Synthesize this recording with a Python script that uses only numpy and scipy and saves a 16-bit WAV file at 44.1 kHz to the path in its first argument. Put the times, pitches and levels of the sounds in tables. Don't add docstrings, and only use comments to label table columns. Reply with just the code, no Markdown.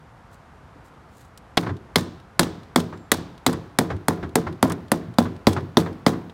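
import sys
import numpy as np
from scipy import signal
from scipy.fft import rfft, irfft, next_fast_len
from scipy.io import wavfile
from scipy.ndimage import uniform_filter1d, minimum_filter1d, map_coordinates

SR = 44100
rng = np.random.default_rng(int(sys.argv[2]) if len(sys.argv) > 2 else 0)


def to_wav(sig):
    pcm = np.clip(np.atleast_2d(sig), -1, 1) * 32767
    pcm = np.round(pcm).astype(np.int16)
    wavfile.write(sys.argv[1], SR, pcm.T)


N = 279389
AGE_S = np.arange(SR) / SR
HZ = np.fft.rfftfreq(SR, 1 / SR)

# start_s, strength_db, clack_db, crack_db, mode_hz, mode_db
BLOWS = [(1.5714, -10, -23.5, -31, 168, -13.5), (1.9577, -5, -12.5, -20, 155.4, -13),
         (2.3939, -1, -12.5, -14.5, 180, -9.5), (2.7596, -1.5, -17.5, -22.5, 243.7, -10),
         (3.117, -6, -15.5, -12.5, 166, -19), (3.4644, -1.5, -18, -19.5, 248, -11.5),
         (3.7871, -1.5, -23.5, -19, 245.4, -13), (4.083, -2.5, -27.5, -22.5, 167, -26),
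         (4.3554, -3, -24.5, -20.5, 446, -9), (4.6274, 5.5, -26, -23.5, 251.4, -10),
         (4.917, -5.5, -28.5, -20, 313, -15), (5.1845, 2.5, -22, -29, 234, -7),
         (5.4695, 8, -15, -28.5, 244, -17), (5.77, 5.5, -16, -46, 322, -8),
         (6.0641, 5.5, -17.5, -38, 235.5, -10.5)]
# pitch_hz, level_db, t60_s
GLASS_MODES = [(92, -4, .55), (170, 0, .5), (244, -4, .42), (318, -6, .42), (351, -7, .42), (402, -10, .4),
               (452, -7, .42), (534, -14, .42), (640, -16, .4), (720, -14, .42), (1010, -15, .42),
               (1114, -19, .38), (1243, -22, .35), (1413, -26, .35), (1480, -25, .35), (1775, -28, .33)]


def mallet(lowest_hz=65.5):
    blur_spectrum = [(60, -25), (200, 7.5), (380, 5), (1100, -11), (2200, -22.5), (5000, -33.5)]
    out = np.zeros(N)
    for start_s, strength_db, clack_db, crack_db, mode_hz, mode_db in BLOWS:
        thump_db = -17 + strength_db
        knock_db = -13 + 0.45 * strength_db
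        ring_db = -39 + 0.39 * strength_db
        contact_s = 0.0028 / amp(0.21 * strength_db)
        mode = amp(mode_db) * np.sin(2 * np.pi * mode_hz * AGE_S) * fade(t60_s=0.15, attack_s=0.011)
        blur = noise(blur_spectrum) * fade(t60_s=0.086, attack_s=0.0011)
        blur *= amp(knock_db) * (1 - burst(hold_s=0.0015))
        chirp = bending_wave(thump_db, knock_db, crack_db)
        metal = frame(clack_db, crack_db, contact_s)
        add(out, start_s, chirp + metal + mode + blur + amp(ring_db) * panes())
    return signal.sosfilt(signal.butter(2, lowest_hz, 'highpass', fs=SR, output='sos'), out)


def bending_wave(thump_db, knock_db, crack_db, radiation_db=48):
    # freq_hz, level_db
    spectrum = [(20, -46.5), (60, -38.5), (110, 3.5), (220, 0.5), (400, -8), (800, -9.5), (1300, -15),
                (2200, -21), (2900, -25), (6000, -59), (16000, -22)]
    blow = [(250, thump_db), (750, knock_db), (1150, knock_db), (2200, (knock_db + crack_db) / 2)]
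    pulse = amp(along(spectrum, HZ) + along(blow, HZ) + radiation_db)
    direct = dispersion(0.0029 * amp(0.4 * rng.standard_normal()))
    near_edge = 0.55 * np.exp(-2j * np.pi * HZ * 0.00629) / (1 + (HZ / 800) ** 2)
    echoes = sum(np.exp(-2j * np.pi * HZ * lag_s) for lag_s in rng.uniform(0.006, 0.03, size=3))
    far_edges = 0.21 * dispersion(0.00388) * echoes / (1 + (HZ / 1800) ** 2)
    bass_loss = 1 / (1 + (125 / (HZ + 1)) ** 4)
    wave = pulse * bass_loss * direct * (1 - near_edge - far_edges)
    return irfft(wave * np.exp(1j * np.pi / 4), SR) * (AGE_S < 0.1)


def dispersion(travel_1khz_s):
    return np.exp(-2j * np.pi * travel_1khz_s * (2 * np.sqrt(1000 * HZ) - np.sqrt(1 / 8) * HZ))


def frame(clack_db, crack_db, contact_s):
    # freq_hz, level_db
    clack_spectrum = [(100, -48), (300, -12.5), (800, -9.5), (2000, -5), (2750, -17.5), (3400, -5),
                      (5000, -7), (6300, -21), (16000, -31.5)]
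    crack_spectrum = [(100, -43), (400, -17.5), (1000, -5), (2000, 2), (2800, -7.5), (5500, -10),
                      (8300, -2), (11000, -6.5), (16000, -14)]
    # pitch_hz, level_db, t60_s
    modes = [(3440, -9.5, 0.25), (3700, 4.5, 0.052), (3930, 3, 0.054), (5390, -12, 0.057),
             (8100, -17.5, 0.26)]
    clack = amp(clack_db) * snap(clack_spectrum, 1.34 * contact_s)
    crack = amp(crack_db) * snap(crack_spectrum, 1.12 * contact_s)
    ring = amp(clack_db - 16) * ringing(modes, spread=0.015) * rise(0.001)
    buzz_db = -15 + 0.6 * clack_db
    yard_db = np.mean([clack_db, crack_db, buzz_db, buzz_db]) - 21.5
    return clack + crack + ring + amp(buzz_db) * buzz() + amp(yard_db) * yard()


def snap(spectrum, hold_s):
    chatter = rng.standard_normal(SR) * burst(hold_s)
    return unit(coloured(chatter, spectrum)) / 10


def buzz():
    # freq_hz, level_db
    spectrum = [(500, 3), (1800, -0.5), (2700, -11.5), (3500, -4.5), (5000, -6.5), (8000, -12),
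                (16000, -18)]
    # freq_hz, t60_s
    decay = [(1500, .19), (4000, .2), (9000, .21), (16000, .19)]
    rate_hz = 2200
    impacts = (rng.random(SR) < rate_hz / SR) * rng.standard_normal(SR)
    clumps = amp(3 * noise([(60, 0), (150, -4), (400, -50)]))
    swarm = clumps * (unit(impacts) + rng.standard_normal(SR))
    return dying(unit(coloured(swarm, spectrum)), decay, attack_s=0.0024) * burst(hold_s=0.1)


def panes():
    # freq_hz, level_db
    spectrum = [(25, -52), (60, -10), (95, 1.5), (170, 4), (330, 6.5), (450, -2.5), (600, -9),
                (1100, -17.5), (1900, -26), (2700, -31.5), (8000, -49)]
    # freq_hz, t60_s
    decay = [(90, 1), (300, 0.42), (1000, 0.84), (3000, 0.88)]
    crowd = dying(noise(spectrum), decay, attack_s=0.0088)
    strong = ringing(GLASS_MODES, spread=0.004) * rise(0.008)
    return unit(crowd) + 1.1 * unit(strong)


def rattles():
    # start_s, level_db
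    drops = [(1.6297, -27), (1.6635, -24), (1.6888, -27.5), (2.4585, -33), (2.925, -33), (3.53, -28.5),
             (3.901, -21), (4.2268, -26), (4.466, -25), (4.7009, -24.5), (5.252, -28.5), (5.5627, -21),
             (5.8583, -28), (6.129, -30.5)]
    # freq_hz, level_db
    knock_spectrum = [(200, -10), (600, 8), (1100, 7.5), (1900, 1), (2700, -12.5), (3600, -12),
                      (7000, -27.5), (16000, -48.5)]
    body_spectrum = [(25, -40), (90, 12), (200, 0), (380, 4.5), (700, -35.5), (3000, -77)]
    out, size = np.zeros(N), SR // 4
    high_modes = [(hz, db, t60_s / 3) for hz, db, t60_s in GLASS_MODES if hz > 800]
    for start_s, level_db in drops + rocking():
        knock = noise(knock_spectrum, size) * fade(t60_s=0.105, attack_s=0.003)[:size]
        ring = 1.4 * ringing(high_modes, spread=0.015) * rise(0.002)
        body = 1.13 * noise(body_spectrum, size) * fade(t60_s=0.33, attack_s=0.01)[:size]
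        add(out, start_s, amp(level_db) * (knock + ring[:size] + body))
    return out


def rocking(delay_s=0.046, period_s=0.04, first_db=-37, loss_db=5):
    drops = []
    for blow_s, *_ in BLOWS:
        for k in range(4):
            jitter = rng.random() - 0.5
            drops.append((blow_s + delay_s + (k + jitter) * period_s, first_db - k * loss_db))
    return drops


def bumps():
    # start_s, level_db, pitch_hz
    thuds = [(.752, -42, 290), (5.083, -24, 120)]
    # freq_hz, level_db
    spectrum = [(25, -18), (80, -9), (180, 4), (300, -19), (600, -41), (3000, -68)]
    out = np.zeros(N)
    for start_s, level_db, pitch_hz in thuds:
        bump = 0.33 * noise(spectrum) + np.sin(2 * np.pi * pitch_hz * AGE_S)
        add(out, start_s, amp(level_db) * bump * fade(t60_s=0.16, attack_s=0.004))
    return out


def ticks():
    # start_s, level_db, top_octave_db
    contacts = [(1.375, -39, 3), (1.575, -4.5, -25), (2.431, -17.5, -12), (2.801, -24, -9),
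                (3.529, -29, -1), (4.68, -42, 13), (4.698, -29.5, 1), (4.72, -24, -3), (5.531, -25.5, -5),
                (5.811, -36, -1), (6.297, -38.5, -19)]
    # freq_hz, level_db
    spectrum = [(500, 3), (2400, -8.5), (3500, -2), (6000, -7), (8500, -3.5), (16000, -18)]
    out, size = np.zeros(N), SR // 10
    envelope = fade(t60_s=0.03, attack_s=0.0003)[:size]
    settling = [(blow_s + rng.uniform(0.1, 0.31), rng.normal(-44.5, 1.1), -12) for blow_s, *_ in BLOWS]
    for start_s, level_db, top_octave_db in contacts + settling:
        tilted = [(hz, db + along([(4000, 0), (8000, top_octave_db)], hz)) for hz, db in spectrum]
        add(out, start_s, amp(level_db) * noise(tilted, size) * envelope)
    return out


def hand():
    # centre_s, sigma_s, level_db
    rubs = [(0.34, 0.014, -60.5), (0.869, 0.015, -59), (1.196, 0.047, -59)]
    strokes = sum(amp(level_db) * swell(centre_s, sigma_s) for centre_s, sigma_s, level_db in rubs)
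    grain = amp(3 * noise([(60, 0), (200, -6), (600, -50)], N) - 2)
    hiss = noise([(1000, -22), (3800, 2), (5500, -2), (7500, 3), (10000, -3), (16000, -7)], N)
    return strokes * grain * hiss


def yard():
    # freq_hz, level_db
    spectrum = [(500, -10), (2700, -5), (3600, 0), (6000, -6), (9000, -13), (12000, -22), (16000, -34)]
    # freq_hz, t60_s
    decay = [(1000, .6), (4000, .62), (8000, .44), (16000, .18)]
    return dying(noise(spectrum), decay, attack_s=0.0061)


def whistle(pitch_hz=7400, level_db=-68):
    waver_hz = 130 * noise([(200, 2), (600, -24.5), (1500, -81)], N)
    tone = np.sin(2 * np.pi * np.cumsum(pitch_hz + waver_hz) / SR)
    return amp(level_db) * swell(centre_s=3.0, sigma_s=0.06) * tone


def street(level_db=-48.5, drift_db=0.392):
    # freq_hz, level_db
    spectrum = [(15, -35.5), (25, -22), (53, -0.5), (149, -2), (180, -7.5), (206, -7), (373, -12.5),
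                (545, -11.5), (591, -17), (641, -10.5), (1040, -12), (1370, -14), (2690, -28),
                (12200, -46.5), (16000, -61)]
    drift = map_coordinates(rng.standard_normal(N // 8192 + 4), [np.arange(N) / 8192])
    return amp(level_db + drift_db * drift) * noise(spectrum, N)


def amp(db):
    return 10 ** (np.asarray(db) / 20)


def unit(x):
    return x / np.sqrt(np.mean(x ** 2) + 1e-20)


def along(points, hz):
    freq_hz, values = np.transpose(points)
    return np.interp(np.log(hz + 1), np.log(freq_hz + 1), values)


def add(track, start_s, sound):
    start = min(max(round(start_s * SR), 0), N)
    track[start:start + len(sound)] += sound[:N - start]


def noise(spectrum, size=SR):
    gain = amp(along(spectrum, np.fft.rfftfreq(size, 1 / SR)))
    return unit(irfft(rfft(rng.standard_normal(size)) * gain, size))


def rise(attack_s):
    return 1 - np.exp(-AGE_S / attack_s)


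def fade(t60_s, attack_s):
    return amp(-60 * AGE_S / t60_s) * rise(attack_s)


def burst(hold_s):
    return rise(0.000037) / (1 + (AGE_S / hold_s) ** 3)


def swell(centre_s, sigma_s):
    return np.exp(-((np.arange(N) / SR - centre_s) / sigma_s) ** 2 / 2)


def ringing(modes, spread):
    out = np.zeros(SR)
    for hz, db, t60_s in modes:
        pitch_hz = hz * rng.normal(1, spread)
        envelope = amp(rng.normal(db, 3) - 60 * AGE_S / t60_s)
        out += envelope * np.sin(2 * np.pi * (pitch_hz * AGE_S + rng.random()))
    return out


def coloured(x, spectrum):
    cepstrum = irfft(np.log(amp(along(spectrum, HZ))), SR)
    cepstrum[1:SR // 2] *= 2
    cepstrum[SR // 2 + 1:] = 0
    return irfft(rfft(x) * np.exp(rfft(cepstrum)), SR)


def dying(x, decay, attack_s):
    hz, age_s, bands = signal.stft(x, SR, nperseg=256)
    bands *= amp(-60 * age_s / along(decay, hz)[:, None])
    return signal.istft(bands, SR, nperseg=256)[1][:SR] * rise(attack_s)


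def scene():
    return (mallet() + rattles() + bumps() + ticks() + hand() + whistle() + street())[None]


def record(dry):
    ceiling, window_samples, top_hz = 0.95, 65, 16000
    needed = np.minimum(1, ceiling / (np.abs(dry) + 1e-9))
    gain = uniform_filter1d(minimum_filter1d(needed, window_samples), window_samples)
    size = next_fast_len(N + SR)
    lowpass = 1 / (1 + (np.fft.rfftfreq(size, 1 / SR) / top_hz) ** 120)
    return irfft(rfft(dry * gain, size) * lowpass, size)[:, :N]


dry = scene()
out = record(dry)
to_wav(out)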